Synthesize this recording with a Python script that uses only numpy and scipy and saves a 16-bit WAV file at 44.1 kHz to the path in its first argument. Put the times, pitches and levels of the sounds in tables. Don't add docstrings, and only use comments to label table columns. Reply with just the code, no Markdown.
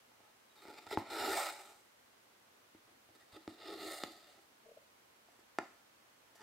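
import sys
import numpy as np
from scipy import signal
from scipy.io import wavfile

SR = 44100
rng = np.random.default_rng(int(sys.argv[2]) if len(sys.argv) > 2 else 0)


def digitize_waveform(pressure):
    field = np.atleast_2d(pressure).T
    bounded = np.clip(field, -1, 1)
    quanta = np.round(bounded * 32767).astype(np.int16)
    wavfile.write(sys.argv[1], SR, quanta)


def volts_from_db(level):
    exponent = np.asarray(level, float) / 20
    return 10 ** exponent


N = 283122

# (f/Hz, width/Hz, level at first hole/dB, at second hole/dB, at third hole/dB, left-right balance/dB)
CANVAS = [(238, 29, -32, -43, -40, -34), (315.8, 18.5, -2, 4.5, -26, 0.5), (345, 32, -2, 0, -17, 4.5),
          (412, 48.4, 0.5, 2, -2.5, -0.5), (589.3, 51, -4, -1.5, -11, 0), (707, 62, -1, -1.5, 3, -0.5),
          (793, 66.6, -1, -4.5, -1, -4), (850, 58.4, 1.5, -5, 7, 1), (972, 110, -12.5, -36, -4, -1),
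          (1266, 122, -4, -2.5, 3.5, -3), (1395, 125, -5, -14.5, 0.5, -1.5), (1788, 187, -12.5, -14, 1, -2),
          (2020, 213, -9.5, -8.5, -14, -2.5), (2380, 246, -12.5, -16, -18, 0.5),
          (2836, 58, -16.5, -13.5, -39, -11.5), (3065, 39, -14, -13.5, -30, -1),
          (3630, 240, -13.5, -8.5, -14, 0), (4144, 218, -13.5, -9.5, -28, -1),
          (4650, 250, -17, -11, -11, 2), (5235, 200, -17, -17.5, -17, -3.5),
          (5990, 245, -22.5, -22, -14.5, 4), (7020, 106, -18, -15, -14.5, -3),
          (7400, 300, -20, -21.5, -14, 0), (8370, 870, -21, -18.5, -21, -0.5),
          (10200, 1200, -35, -36, -25, -3), (10430, 79, -26, -22, -27, -4),
          (11330, 850, -26, -23.5, -30, -1), (12200, 540, -29, -61, -43, -11),
          (12900, 390, -28, -24.5, -38, -12), (14700, 3400, -34, -30.5, -40, 2)]
NEXT_HOLE_S = [2.3, 4.9]
EDGE_HZ = 195
THUMP_HZ, THUMP_WIDTH_HZ = 101.5, 42
CLICK_DELAY_S = 0.00254
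WIDE_HZ = 1490


def rms_one(x):
    return x / np.sqrt(np.mean(x ** 2) + 1e-20)


def at_hz(points, hz):
    table_hz, values = np.transpose(points)
    return np.interp(np.log(hz), np.log(table_hz), values)


def drift(rate_hz):
    r = np.exp(-80 * np.pi * rate_hz / SR)
    noise = rng.standard_normal(N // 40 + 2002)
    slow = signal.lfilter([1], [1, -2 * r, r * r], noise)[2000:]
    return np.interp(np.arange(N) / 40, np.arange(len(slow)), rms_one(slow))


def ring(force, hz, width_hz):
    r, w = np.exp(-np.pi * width_hz / SR), 2 * np.pi * hz / SR
    return signal.lfilter([0, np.sin(w)], [1, -2 * r * np.cos(w), r * r], force + 1e-18)


def sides(db):
    return volts_from_db(np.array([[db / 2], [-db / 2]]))


def high_pass(x, hz, order):
    return signal.sosfilt(signal.butter(order, hz, "high", fs=SR, output="sos"), x)


def held_db(start_s, held_s, level_db, rise_db_per_s, fall_db_per_s):
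    t = np.arange(N) / SR - start_s
    rise = rise_db_per_s * np.maximum(-t, 0)
    fall = fall_db_per_s * np.maximum(t - held_s, 0)
    return level_db - np.minimum(rise + fall, 100)


def hiss():
    # (f/Hz, level/dB per Hz)
    density = [(15, -43), (25, -32), (44, -12), (72, -12.5), (133, -3), (165, -14.5), (234, -2),
               (370, -3.5), (570, 1), (688, -1.5), (1150, -1), (1250, -2.5), (2020, -5), (15700, -19)]
    # (f/Hz, likeness from -1 to 1)
    likeness = [(60, 0.91), (180, 1), (550, -0.16), (1650, -0.055), (4970, -0.1), (15000, 0.4)]
    # (f/Hz, left-right/dB)
    balance = [(60, 0.5), (240, -0.5), (950, -1), (3770, -1.5), (15000, 0)]
    out, edges = 0, 25 * 2 ** np.arange(0, 9.6, .5)
    white = rng.standard_normal((2, 2, N))
    for k, (low, high) in enumerate(zip(edges, edges[1:])):
        band = signal.butter(2, [low, high], "band", fs=SR, output="sos")
        mid, side = signal.sosfilt(band, white[k % 2])
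        hz = np.sqrt(low * high)
        alike = np.clip(at_hz(likeness, hz), -1, 1)
        gain = volts_from_db(at_hz(density, hz)) * sides(at_hz(balance, hz))
        out = out + gain * (np.sqrt(1 + alike) * mid + np.sqrt(1 - alike) * side * [[1], [-1]])
    return volts_from_db(-66) * rms_one(out)


def pops(damping=1.47, accent_octaves=0.12, contact_hz=7000):
    # (t/s, level/dB, own f/Hz, accent near it/dB, brightness/dB per octave from the own f)
    pop_table = [(0.115, -60, 850, 12, 0), (0.202, -57, 700, 5, 0), (0.651, -45.5, 681, -1, -1.5),
                 (0.68, -43, 336, 21, 2), (0.7, -48, 339, 18, 0.5), (0.727, -47, 345, 8, 1),
                 (0.773, -51, 2300, 6, 1), (0.784, -52, 2300, 3, -2), (0.865, -40, 867, 16, 5),
                 (0.91, -35.5, 890, 32, -10), (0.971, -22, 921, 30, -9.5), (2.746, -51.5, 327, 11, -3),
                 (3.087, -56.5, 705, 12, 0), (3.324, -49, 1260, 4, 3), (3.475, -34, 326, 8, -2.5),
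                 (4.034, -24, 2020, 0, 1), (4.036, -33, 291, -24, 7), (4.379, -61, 570, 26, 3),
                 (5.284, -56.5, 706, 17, -7), (5.388, -58, 339, 10, -16), (5.584, -21.5, 740, -7, -1),
                 (6.354, -50, 719, 17.5, 6.5)]
    # (delay/s, share kept)
    table_echo = [(0.0024, 0.041), (0.0017, 0.14), (.0029, 0.29)]
    s, level_db, own_hz, accent_db, bright = np.transpose(pop_table)
    at = ((s + CLICK_DELAY_S) * SR).astype(int)
    hole = np.searchsorted(NEXT_HOLE_S, s)
    modes = np.array(CANVAS)
    octaves = np.log2(modes[:, :1] / own_hz)
    accent = accent_db * np.exp(-(octaves / accent_octaves) ** 2)
    hole_db = modes[:, 2:5][:, hole]
    kick = volts_from_db(hole_db + bright * octaves + accent) * modes[:, 1:2]
    kick = -volts_from_db(level_db) * kick / np.sqrt(np.sum(kick ** 2, axis=0))
    delay_s, share = np.array(table_echo)[hole].T
    lag = (delay_s * SR).astype(int)
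    out = 0
    for (hz, width_hz, *_, pan_db), strengths in zip(CANVAS, kick):
        clicks = np.zeros(N)
        for echo in range(3):
            np.add.at(clicks, at + echo * lag, share ** echo * strengths)
        out = out + sides(pan_db) * ring(clicks, hz, damping * width_hz)
    out = high_pass(out, EDGE_HZ, 4)
    return signal.lfilter(*signal.butter(2, contact_hz, fs=SR), out)


def rubbing():
    # (t/s, level/dB,
    # slack that frees the deepest resonances/dB, speed that wakes the highest ones/dB)
    pull_table = [
        [(0.985, -48.5, -12, 4), (1.05, -56, -12, -11), (1.11, -40, -1, -3.5), (1.214, -36, -2, -1.5),
         (1.3, -34, 1, 2), (1.42, -37, -13.5, 4), (1.503, -40.5, -15, 0.5), (1.515, -49, -9, 2),
         (1.71, -59.5, -6.5, 5), (1.97, -93, 0, 8)],
        [(3.49, -59, -4, 0), (3.57, -62, 7.5, -7), (3.62, -52, -2, -9), (3.706, -45.5, 2, -7),
         (3.77, -48.5, 2.5, -4), (3.905, -43.5, 0.5, 1.5), (3.965, -48, -11, 4), (4.074, -54.5, 0.5, -1),
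         (4.332, -67, -11, 0), (4.44, -77, -4, 5)],
    ]
    # (start t/s, held/s, level/dB, brightness/dB per octave, slack/dB)
    scuff_table = [(0.16, 0.005, -71, -3, -11), (0.2, 0.096, -72, -3, -5), (0.555, 0.06, -66.5, 3, 2),
                   (0.62, 0.027, -58.5, 2, 5), (0.653, 0.058, -55.5, 0.5, 2), (0.727, 0.054, -57, 1, 3.5),
                   (0.776, 0.013, -53, 1, -4), (0.808, 0.046, -61, 1.5, 7), (0.866, 0.0057, -48.5, -1, -3),
                   (0.885, 0.02, -53, 2, 1), (0.908, 0.018, -41.5, 0.5, 0), (0.927, 0.018, -41, 0.5, 5),
                   (2.866, 0.043, -69.5, -3, -3), (3.09, 0.005, -68, -5, -6), (3.149, 0.012, -65.5, 2.5, 5),
                   (3.197, 0.028, -68, 2, -4), (3.26, 0.051, -72, 2, 2), (3.322, 0.014, -60, 1.5, -5),
                   (3.341, 0.027, -51.5, -0.5, 4), (3.39, 0.07, -70, 0, 0), (4.37, 0.022, -64.5, -4, -8),
                   (5.282, 0.08, -77, 5.5, -3), (5.394, 0.0042, -70, 6, 4), (6.248, 0.06, -76, 0, -10),
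                   (6.355, 0.0081, -64.5, 7, 5), (6.375, 0.028, -68, 3, 5), (6.406, 0.02, -56, 1, 12)]
    pull_fade_db_per_s = 2000
    scuff_rise_db_per_s, scuff_fall_db_per_s, scuff_speed_db = 2500, 1200, -3.5
    t, contacts = np.arange(N) / SR, []
    for pull in pull_table:
        s, level_db, slack_db, speed_db = np.transpose(pull)
        fade_db = held_db(s[0], s[-1] - s[0], 0, pull_fade_db_per_s, pull_fade_db_per_s)
        pull_db = np.interp(t, s, level_db) + fade_db
        contacts.append((pull_db, 0, np.interp(t, s, slack_db), np.interp(t, s, speed_db)))
    for start_s, held_s, level_db, bright, slack_db in scuff_table:
        scuff_db = held_db(start_s, held_s, level_db, scuff_rise_db_per_s, scuff_fall_db_per_s)
        contacts.append((scuff_db, bright, slack_db, scuff_speed_db))
    powers = [volts_from_db(2 * contact[0]) for contact in contacts]
    total = sum(powers)
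    colours = [sum(p * contact[k] for p, contact in zip(powers, contacts)) / total for k in (1, 2, 3)]
    return [10 * np.log10(total)] + colours


def fibre_slips(level_db, most_per_s=4000, denser=0.4, thinnest=0.27, spread_db=1.5):
    density = np.clip(volts_from_db(denser * (level_db - level_db.max())), thinnest, 1)
    odds = most_per_s / SR * density
    slips = (rng.random((2, N)) < odds) / np.sqrt(odds)
    sizes = volts_from_db(spread_db * np.minimum(rng.exponential(1, (2, N)), 4))
    mid, side = slips * sizes * rng.choice([-1, 1], (2, N))
    return rms_one(mid), rms_one(side)


def rasp(flutter_db=1.4, patchy_db=1.52, apart_db=-13, frame_db=-30, slack_hz=500, speed_hz=5600):
    level_db, bright, slack_db, speed_db = rubbing()
    hole = np.searchsorted(NEXT_HOLE_S, np.arange(N) / SR)
    mid, side = fibre_slips(level_db)
    side = high_pass(side, WIDE_HZ, 1)
    force = volts_from_db(level_db + flutter_db * drift(34)) * (mid + volts_from_db(apart_db) * side * [[1], [-1]])
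    out, power = 0, 0
    for k, (hz, width_hz, *hole_db, pan_db) in enumerate(CANVAS):
        tilt_db = bright * np.log2(hz / 1000) + slack_db * (hz < slack_hz) + speed_db * (hz > speed_hz)
        gain = volts_from_db(np.array(hole_db)[hole] + tilt_db) * width_hz
        wander = volts_from_db(patchy_db * drift(5.4))
        polarity = (-1) ** k
        out = out + polarity * sides(pan_db) * gain * ring(force * wander, hz, width_hz)
        power = power + gain ** 2 * SR / (4 * np.pi * width_hz)
    cloth = high_pass(out / np.sqrt(power), EDGE_HZ, 4)
    shaken = ring(force.mean(axis=0) * volts_from_db(slack_db), THUMP_HZ, THUMP_WIDTH_HZ)
    shaken = shaken * np.sqrt(4 * np.pi * THUMP_WIDTH_HZ / SR)
    return cloth + volts_from_db(frame_db) * high_pass(shaken, THUMP_HZ / 2, 2)


def squeaks(width_hz=150):
    # (t/s, f/Hz, level/dB, half length/s)
    squeak_table = [(.51, 3850, -79, .025), (0.59, 3740, -72, 0.038), (3.218, 1900, -67.5, 0.019)]
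    t, noise = np.arange(N) / SR, rng.standard_normal(N)
    out = 0
    for s, hz, level_db, half_s in squeak_table:
        swell = np.exp(-((t - s) / half_s) ** 2)
        tone = rms_one(ring(ring(noise, hz, width_hz), hz, width_hz))
        out = out + volts_from_db(level_db) * swell * tone
    return out


def thumps():
    # (t/s, strength/dB)
    push_table = [(0.68, -60), (0.865, -58), (0.91, -55), (0.969, -32.5), (2.745, -63), (3.087, -62.5),
                  (3.326, -53), (3.475, -48), (4.036, -56), (5.585, -56)]
    s, strength_db = np.transpose(push_table)
    clicks = np.zeros(N)
    clicks[((s + CLICK_DELAY_S) * SR).astype(int)] = -volts_from_db(strength_db)
    swelling = ring(ring(clicks, THUMP_HZ, THUMP_WIDTH_HZ), THUMP_HZ, THUMP_WIDTH_HZ)
    return swelling * 2 * np.pi * THUMP_WIDTH_HZ / SR


def creak(jerks_per_s=400, pan_db=3.0, rise_db_per_s=2500, fall_db_per_s=1800):
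    # (start t/s, held/s, level/dB)
    creak_table = [(4.657, 0.045, -60.5), (4.715, 0.0054, -58), (4.775, 0.0015, -54)]
    # (f/Hz, width/Hz, level/dB)
    frame_modes = [(459, 30, -13), (612, 42, -3.5)]
    level = sum(volts_from_db(held_db(*row, rise_db_per_s, fall_db_per_s)) for row in creak_table)
    jerks = (rng.random(N) < jerks_per_s / SR) * rng.uniform(0.36, 1, N)
    rung = 0
    for hz, width_hz, db in frame_modes:
        rung = rung + volts_from_db(db) * ring(ring(jerks, hz, width_hz), hz, 2 * width_hz)
    return sides(pan_db) * level * rms_one(rung)


def room_tail(work, build_s=0.0037):
    # (octave centre f/Hz, decay by 60 dB/s, level/dB)
    octave_table = [(296, 0.35, -2), (700, 0.22, -2), (1540, 0.52, -9), (2850, 0.45, -3.5),
                    (6500, 0.69, -4)]
    t, answers = np.arange(SR // 2) / SR, 0
    for hz, t60, level_db in octave_table:
        octave = signal.butter(1, [hz / 2 ** .5, hz * 2 ** .5], "band", fs=SR, output="sos")
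        band = signal.sosfilt(octave, rng.standard_normal((2, len(t))))
        dying = band * volts_from_db(-60 * t / t60) * (1 - np.exp(-t / build_s))
        answers = answers + volts_from_db(level_db) * dying * np.sqrt(hz / SR / np.sum(dying ** 2))
    source = work.mean(axis=0)
    shared, apart = signal.fftconvolve(source[None], answers, axes=1)[:, :N]
    wide = high_pass(apart, WIDE_HZ, 1)
    return shared + 0.8 * wide * [[1], [-1]]


def scene():
    work = pops() + rasp() + squeaks() + thumps() + creak()
    return work + room_tail(work) + hiss()


def band_limit(x):
    return signal.sosfilt(signal.butter(12, 16420, fs=SR, output="sos"), x)


def record(dry):
    steep = signal.ellip(10, .3, 70, 15750, fs=SR, output="sos")
    mix = signal.sosfilt(steep, dry)
    return band_limit(mix)


dry = scene()
out = record(dry)
digitize_waveform(out)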